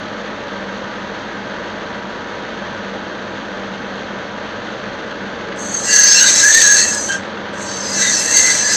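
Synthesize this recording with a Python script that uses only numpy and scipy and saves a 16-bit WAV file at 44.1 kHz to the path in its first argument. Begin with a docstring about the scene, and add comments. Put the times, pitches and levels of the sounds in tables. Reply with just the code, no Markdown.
"""A tool fed twice into a spinning brass ring rasps, then chatters in a loud, rough, high squeal.
Friction drives unsteady tool modes; the ring howls below and growing chips whistle, mostly downwards.
Behind it a lathe runs on: shaped noise for gear rumble and hiss, wavering tones for gears, drive
and headstock. The workshop adds short reflections, and the squeal overloads the microphone."""
import sys
import numpy as np
from scipy import signal
from scipy.fft import rfft, irfft, next_fast_len
from scipy.io import wavfile
from scipy.ndimage import uniform_filter1d

SR = 44100
rng = np.random.default_rng(int(sys.argv[2]) if len(sys.argv) > 2 else 0)


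def generate_wav(sig):
    """Save sig (samples, or channels by samples) to the path in sys.argv[1] as 16-bit PCM at SR."""
    pcm = np.round(np.clip(np.atleast_2d(sig).T, -1, 1) * 32767).astype(np.int16)
    wavfile.write(sys.argv[1], SR, pcm)


N = 386316

# low rumble of the running gear train: f/Hz, relative level/dB per Hz
GEAR_RUMBLE_SPECTRUM = [(25, -23), (42, -26), (64, -26), (80, -16.5), (110, -13), (165, -13.5),
                        (195, -10.5), (240, -10), (320, -6.5), (400, -11), (470, -6), (610, -7.5),
                        (710, -12), (1000, -13.5), (1300, -29.5)]
# hiss of the gear teeth: f/Hz, relative level/dB per Hz
GEAR_HISS_SPECTRUM = [(700, -30), (1000, -3.5), (1750, 0.5), (2250, -10), (3400, -9.5), (4500, -14),
                      (4950, -22), (5600, -23), (6000, -19.5), (6550, -20.5), (7000, -32.5), (7700, -37.5),
                      (8400, -53), (10000, -61)]
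# tones of motor and gears: f/Hz, relative level/dB, relative spread/Hz
GEAR_TONES = [(98.6, -52.5, 2.4), (130, -55, 4.4), (305, -53, 6.6), (454, -43, 19.97), (483, -46.5, 3.05),
              (560.6, -41, 14), (592, -46, 5.2), (615.6, -43.5, 6), (794.6, -46, 12.22), (858, -44.5, 10.4),
              (961, -41.5, 0.88), (1179, -45, 12.08), (1279, -43, 45), (1475, -43, 10.73),
              (1570, -40.5, 13.4), (1620, -63, 4), (1780, -61, 3.5), (2046, -53, 4.1), (2186, -50, 3),
              (3214, -51, 10.4)]
# hum of the drive: f/Hz, width/Hz, idling level/dB, loaded level/dB
DRIVE_HUM = [(51, 3, -52.5, -58), (84, 1.4, -68, -48.5)]
# beating tones of the headstock: f/Hz, relative level/dB, width/Hz
HEADSTOCK_TONES = [(189.6, -8.5, 16), (196.3, 0.5, 2.85), (211, -4, 7.1), (220.6, -3, 22)]
# tool in the cut: start t/s, end t/s
CUTS = [(5.555, 7.19), (7.525, 8.8)]
# one curve a cut: t/s, friction at the edge level/dB, force of the chip on ring and holder level/dB
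CUT_CURVES = [
    [(5.55, -58.5, -46), (5.6, -40, -51), (5.824, -30, -35), (5.916, -19, -20), (6.106, -20, -12.5),
     (6.518, -16, -18), (6.528, -15, -13.5), (6.79, -19, -17), (6.996, -29.5, -37), (7.14, -34, -25.5),
     (7.2, -52, -45)],
    [(7.52, -58, -51), (7.624, -35.5, -37.5), (7.688, -41.5, -33), (7.91, -33, -29.5),
     (8.022, -22.5, -19.5), (8.304, -23.5, -24), (8.388, -15.5, -16.5), (8.396, -19, -18),
     (8.522, -20, -19), (8.626, -26, -20.5), (8.74, -22, -21)],
]
# whistles of growing chips: start t/s, end t/s, start f/Hz, end f/Hz, level/dB
CHIP_WHISTLES = [(6.06, 6.16, 5310, 5050, -13.5), (6.093, 6.227, 5540, 5400, -19),
                 (6.162, 6.225, 4260, 4160, -9), (6.17, 6.256, 2825, 2960, -19.5),
                 (6.185, 6.324, 3840, 3660, -23), (6.33, 6.477, 5430, 5140, -22),
                 (6.504, 6.62, 3760, 3520, -23), (6.875, 7.03, 5370, 4850, -33),
                 (7.064, 7.164, 3060, 3210, -30), (7.778, 7.97, 5300, 4780, -32),
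                 (7.975, 8.125, 4000, 3590, -26), (8.0, 8.13, 5000, 4800, -41),
                 (8.13, 8.243, 5420, 5180, -26), (8.682, 8.802, 5160, 5000, -26)]
# modes in which the ring howls: f/Hz, width/Hz, level/dB once it sings freely
RING_MODES = [(1682, 80, -27), (1966, 75, -28.5), (2675, 25, -35)]
# swells of the ring's howl: start t/s, end t/s, start f/Hz, end f/Hz, level/dB
HOWL_SWELLS = [(5.86, 6.1, 1970, 1980, -26.5), (5.88, 6.29, 1700, 1604, -20), (5.86, 6.1, 2790, 2744, -28),
               (5.97, 6.075, 1625, 1687, -15.5), (6.72, 6.92, 2680, 2660, -32),
               (8.14, 8.44, 2670, 2700, -33), (8.32, 8.55, 2075, 2017, -24.5),
               (6.125, 6.215, 2760, 2640, -18), (6.195, 6.28, 1506, 1484, -17.5),
               (6.405, 6.535, 1653, 1736, -10.5), (6.52, 6.63, 1783, 1800, -13.5),
               (6.61, 6.78, 1708, 1657, -12), (6.77, 6.875, 1830, 1894, -22),
               (6.895, 7.0, 1690, 1706, -25.5), (7.078, 7.172, 1582, 1587, -20),
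               (8.0, 8.135, 1990, 1960, -23), (8.26, 8.335, 1870, 1790, -23), (8.43, 8.53, 1990, 2040, -18),
               (8.455, 8.57, 1600, 1700, -29), (8.59, 8.715, 1760, 1613, -24.5)]
# resonances of tool, holder and ring under the rasp: f/Hz, width/Hz, relative level/dB
BODY_MODES = [(2340, 100, -10.5), (2950, 270, -12), (3276, 430, -9), (3490, 160, -11), (3980, 66, -2.5),
              (4120, 78, -2), (4620, 45, -3.5), (4610, 100, -11.5), (5600, 130, -7), (5500, 120, -1),
              (5790, 170, 0.5), (6240, 120, 7), (6510, 71, 8), (6750, 170, 3), (7040, 130, -2.5),
              (7460, 64, 0), (7630, 54, -14), (8315, 60, -3.5), (9120, 110, -17), (10140, 120, -19.5),
              (10430, 120, -19.5), (10900, 60, -19.5), (11740, 180, -19.5)]
# broad hiss of tearing metal: f/Hz, relative level/dB per Hz
TEARING_SPECTRUM = [(900, -32), (1500, -4), (3000, -13), (4200, -4.5), (6500, -9.5), (8200, -2.5),
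                    (8700, -18.5), (9700, -29), (11500, -25), (12700, -28), (15500, -42)]
# modes in which tool and holder chatter all through a cut: f/Hz, width/Hz, level/dB over the friction
TOOL_MODES = [(4514, 62, -10), (4220, 110, -11), (6050, 54, -0.5), (6380, 47, -3), (7670, 220, -6)]
# shrieks, when the tool locks into one mode: start t/s, end t/s, start f/Hz, end f/Hz, level/dB
SHRIEKS = [(5.575, 5.92, 6430, 6450, -35), (5.67, 5.9, 4500, 4550, -44), (5.725, 5.8, 6440, 6370, -22.5),
           (5.905, 6.18, 6410, 6250, -10), (5.89, 6.18, 4500, 4400, -19.5), (5.96, 6.17, 5980, 6140, -15),
           (6.19, 6.255, 6380, 6420, -6.5), (6.51, 6.595, 6480, 6440, -8.5),
           (6.525, 6.6, 4530, 4500, -21.5), (6.6, 6.77, 6420, 6390, -12.5), (6.755, 6.855, 4240, 4300, -19),
           (7.0, 7.07, 5980, 6100, -21), (7.665, 7.94, 6250, 6200, -30), (7.66, 7.88, 4580, 4540, -36),
           (7.96, 8.2, 6060, 6120, -23.5), (8.325, 8.48, 6470, 6370, -14), (8.345, 8.41, 4500, 4500, -16.5),
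           (8.57, 8.69, 6140, 6100, -18)]

LOADED_AT_S, LOADING_S = 6.35, 0.53   # the first heavy cut shifts the hum: when, and over how long
DRONE_DB, DRONE_SAG_DB, SAG_POWER = -35, 11, 5.7   # idle level; it sags, but only near full load
SHOP_T60_S = 0.28
LOAD_FOLLOWS = 0.402   # share of the friction's swing in dB that the load follows
SPINDLE_HZ, RUNOUT_DB, HIGH_SPOT_S = 11.5, 0.48, 5.95   # ring out of true: it bites harder once a turn
SMALL_CHIPS_PER_S, SMALL_CHIP_DB = 9.2, -7.5   # lesser chips come at random; level over the force
SMALL_CHIP_S, CHIP_SAG_HZ_PER_S = 0.13, 2700   # mean length, and how fast their whistle falls
HOWL_FROM_DB, HOWL_FULL_DB = -33.5, -17   # force at which the ring starts to sing, and sings freely
WANDER_WIDTHS = 0.55   # rms wander of a ring mode, in its own widths
EDGE_ABOVE_HZ = 5900   # friction drives the rasp above this pitch, the force of the chip below
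BODY_GROWTH = 1.08   # dB by which the lower rasp grows for each dB of force
CUTOFF_HZ = 15450


def from_db(db):
    """Decibels to gain."""
    return 10 ** (np.asarray(db) / 20)


def rms_one(x):
    """Scale to unit power."""
    return x / np.sqrt(np.mean(np.abs(x) ** 2) + 1e-20)


def seconds():
    """Time of every sample."""
    return np.arange(N) / SR


def in_time(rows):
    """Each column of a curve, drawn out sample by sample."""
    s, *columns = np.transpose(rows)
    return [np.interp(seconds(), s, column) for column in columns]


def gate(start, end, fade):
    """One between two moments, with sloping edges."""
    return np.clip(np.minimum(seconds() - start, end - seconds()) / fade, 0, 1)


def drift(rate, size=N):
    """Smooth random motion of unit rms: noise through two equal low-pass poles at the rate in Hz."""
    step = 16   # drawn at every 16th sample, with straight lines between
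    pole = np.exp(-2 * np.pi * rate * step / SR)
    settle = 3000
    noise = rng.standard_normal(size // step + settle + 2)
    slow = rms_one(signal.lfilter([1], [1, -2 * pole, pole * pole], noise)[settle:])
    between = np.arange(step) / step
    return (slow[:-1, None] + np.diff(slow)[:, None] * between).ravel()[:size]


def coloured(x, spectrum):
    """Give a sound a smooth spectrum that falls 24 dB per octave beyond its ends."""
    size = next_fast_len(N)
    hz, db = np.transpose(spectrum)
    octave = np.log2(np.maximum(np.fft.rfftfreq(size, 1 / SR), 1))
    corners = np.log2(hz)
    outside = np.abs(octave - np.clip(octave, corners[0], corners[-1]))
    gain = from_db(np.interp(octave, corners, db) - 24 * outside)
    return irfft(rfft(x, size) * gain, size)[:N]


def cycle(hz, size=N):
    """Running phase of a steady or gliding pitch."""
    turns = np.cumsum(np.broadcast_to(hz / SR, size))
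    return (2 * np.pi * (turns - np.floor(turns))).astype(np.float32)


def chatter(hz, width, evenness, size=N):
    """A self-excited mode: slips keep upsetting its phase and swing, while friction caps the swing."""
    a, b = drift(width * 0.95, size), drift(width * 0.65, size)
    phase = cycle(hz, size)
    swing_squared = (a * a + b * b + 0.054).astype(np.float32)
    cap = swing_squared ** np.float32(evenness / 2)   # evenness 0 leaves the swing free, 1 nearly flat
    return rms_one((a * np.cos(phase) - b * np.sin(phase)) / cap)


def glides(rows, offset_hz, fade_s, width, evenness):
    """Short bouts of chatter: each swells, holds while its pitch slides, and dies."""
    out, t = np.zeros(N + SR), np.arange(SR // 2) / SR
    offset_hz = np.pad(offset_hz, (0, SR))
    for start, end, start_hz, end_hz, db in rows:
        first = int(start * SR)
        span = slice(first, first + len(t))
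        pitch = np.interp(t, [0, end - start], [start_hz, end_hz]) + offset_hz[span]
        swell = np.clip(np.minimum(t, end - start - t) / fade_s, 0, 1)
        out[span] += from_db(db) * swell * chatter(pitch, width, evenness, size=len(t))
    return out[:N]


def stutter(load):
    """Pitch offset of a mode in Hz: small under a light touch, torn about by slips under heavy feed."""
    return 22 * drift(9) + 32 * load * drift(140)


def lathe():
    """Meshing gears rumble and hiss; their tones waver, and the drive's hum shifts once loaded."""
    rumble = from_db(-30) * rms_one(coloured(rng.standard_normal(N), GEAR_RUMBLE_SPECTRUM))
    teeth = rng.standard_normal(N) * from_db(1.15 * drift(90))
    hiss = from_db(-31) * rms_one(coloured(teeth, GEAR_HISS_SPECTRUM))
    tones = 0
    for hz, db, spread in GEAR_TONES:
        core = np.sqrt(2) * np.sin(cycle(hz + 0.3 * spread * drift(2)))
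        skirt = 0.71 * chatter(hz, 2.2 * spread, evenness=0.27)   # uneven teeth smear each tone
        tones = tones + from_db(db - 2.5) * (core + skirt)
    loaded = np.clip((seconds() - LOADED_AT_S) / LOADING_S, 0, 1)
    hum = 0
    for hz, width, idle_db, loaded_db in DRIVE_HUM:
        hum_db = idle_db + loaded * (loaded_db - idle_db)
        hum = hum + from_db(hum_db) * chatter(hz, width, evenness=0.8)
    return rumble + hiss + tones + hum


def drone(load):
    """Close tones of the headstock beat against one another, and sag under the heaviest cut."""
    tones = sum(from_db(db) * chatter(hz, width, evenness=0.34) for hz, db, width in HEADSTOCK_TONES)
    return from_db(DRONE_DB - DRONE_SAG_DB * load ** SAG_POWER) * rms_one(tones)


def workshop(x, wet_db):
    """Dense reflections from the machine bed and the walls: a decaying noise tail after 3 ms."""
    t = np.arange(SR // 2) / SR
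    tail = rng.standard_normal(len(t)) * from_db(-60 * t / SHOP_T60_S) * (t > 0.003)
    reflections = signal.fftconvolve(x, tail / np.linalg.norm(tail))[:N]
    return x + from_db(wet_db) * reflections


def chips(force_db, load):
    """Each chip whistles and flutters, mostly gliding down as it grows, then fades."""
    flutter = 60 * load * drift(91)   # Hz
    small = []
    first, last = CUTS[0][0], N / SR - SMALL_CHIP_S
    count = int(SMALL_CHIPS_PER_S * (last - first))
    for when, pitch, length in rng.random((count, 3)):
        start = first + when * (last - first)
        hz = 4250 + 1500 * pitch
        lasts = SMALL_CHIP_S * (0.5 + length)
        small.append((start, start + lasts, hz, hz - CHIP_SAG_HZ_PER_S * lasts, SMALL_CHIP_DB))
    large_whistles = glides(CHIP_WHISTLES, flutter, fade_s=0.033, width=61, evenness=0.17)
    small_whistles = glides(small, flutter, fade_s=0.063, width=46, evenness=0.33)
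    return large_whistles + from_db(force_db) * small_whistles


def howl(force_db, load):
    """Past a threshold of force the ring itself sings, sliding about in pitch and swelling in bouts."""
    singing = np.clip((force_db - HOWL_FROM_DB) / (HOWL_FULL_DB - HOWL_FROM_DB), 0, 1)
    modes = 0
    for hz, width, db in RING_MODES:
        flare = from_db(db + 2.5 * drift(7.8))
        pitch = hz + WANDER_WIDTHS * width * drift(12)
        modes = modes + flare * chatter(pitch, width, evenness=0.24)
    swells = glides(HOWL_SWELLS, 16 * load * drift(25), fade_s=0.029, width=52, evenness=0.43)
    return singing * modes + swells


def rasp(friction_db, force_db, load):
    """Tearing brass hisses and drives many modes; each wanders with the contact and flares on its own."""
    peak_db = force_db.max()
    edge = from_db(friction_db)
    body = from_db(peak_db + BODY_GROWTH * (force_db - peak_db) - 1.35)
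    crackle = rng.standard_normal(N) * from_db(6.2 * drift(438))
    bursts = rms_one(coloured(crackle, TEARING_SPECTRUM))
    low = signal.sosfilt(signal.butter(4, EDGE_ABOVE_HZ, fs=SR, output="sos"), bursts)
    high = signal.sosfilt(signal.butter(3, EDGE_ABOVE_HZ, "high", fs=SR, output="sos"), bursts)
    modes = 0
    for hz, width, db in BODY_MODES:
        drive = edge if hz > EDGE_ABOVE_HZ else body
        flare = from_db(db + 3.5 * drift(26))
        modes = modes + drive * flare * chatter(hz + stutter(load), width, evenness=0.75)
    return from_db(-10) * modes + from_db(-5.5) * body * low + from_db(-3.5) * edge * high


def squeal(friction_db, load):
    """The tool's modes grow with the friction and flare by chance; now and then one locks in and shrieks."""
    modes = 0
    for hz, width, db in TOOL_MODES:
        level = from_db(friction_db + db + drift(9.2))
        modes = modes + level * chatter(hz + stutter(load), width, evenness=0.089)
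    return modes + glides(SHRIEKS, stutter(load), fade_s=0.025, width=55, evenness=0.14)


def scene():
    """The cut sounds over the running machine while the tool touches the ring, gripping unevenly."""
    friction_db, force_db = in_time(np.concatenate(CUT_CURVES))
    load = from_db(LOAD_FOLLOWS * (friction_db - friction_db.max()))   # 1 at the heaviest friction
    runout_db = RUNOUT_DB * np.cos(2 * np.pi * SPINDLE_HZ * (seconds() - HIGH_SPOT_S))
    grip_db = runout_db + 1.1 * drift(50)
    touching = sum(gate(start, end, fade=0.0094) for start, end in CUTS)
    contact = touching * from_db(grip_db)
    cut = chips(force_db, load) + howl(force_db, load)
    cut = cut + rasp(friction_db, force_db, load) + squeal(friction_db, load)
    return (lathe() + drone(load) + workshop(contact * cut, wet_db=-11))[None]


def record(dry, limit_db=-8, slope=0.74, ceiling=0.97):
    """Gain control turns loud passages down, the highest peaks clip, the top is cut."""
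    power = uniform_filter1d(dry ** 2, SR // 25, axis=-1)   # over 40 ms
    level_db = 10 * np.log10(np.maximum(power, 1e-12))
    held = dry * from_db(-slope * np.maximum(level_db - limit_db, 0))
    clipped = held / (1 + (held / ceiling) ** 8) ** (1 / 8)
    return signal.sosfilt(signal.ellip(10, 0.1, 70, CUTOFF_HZ, fs=SR, output="sos"), clipped)


dry = scene()
out = record(dry)
generate_wav(out)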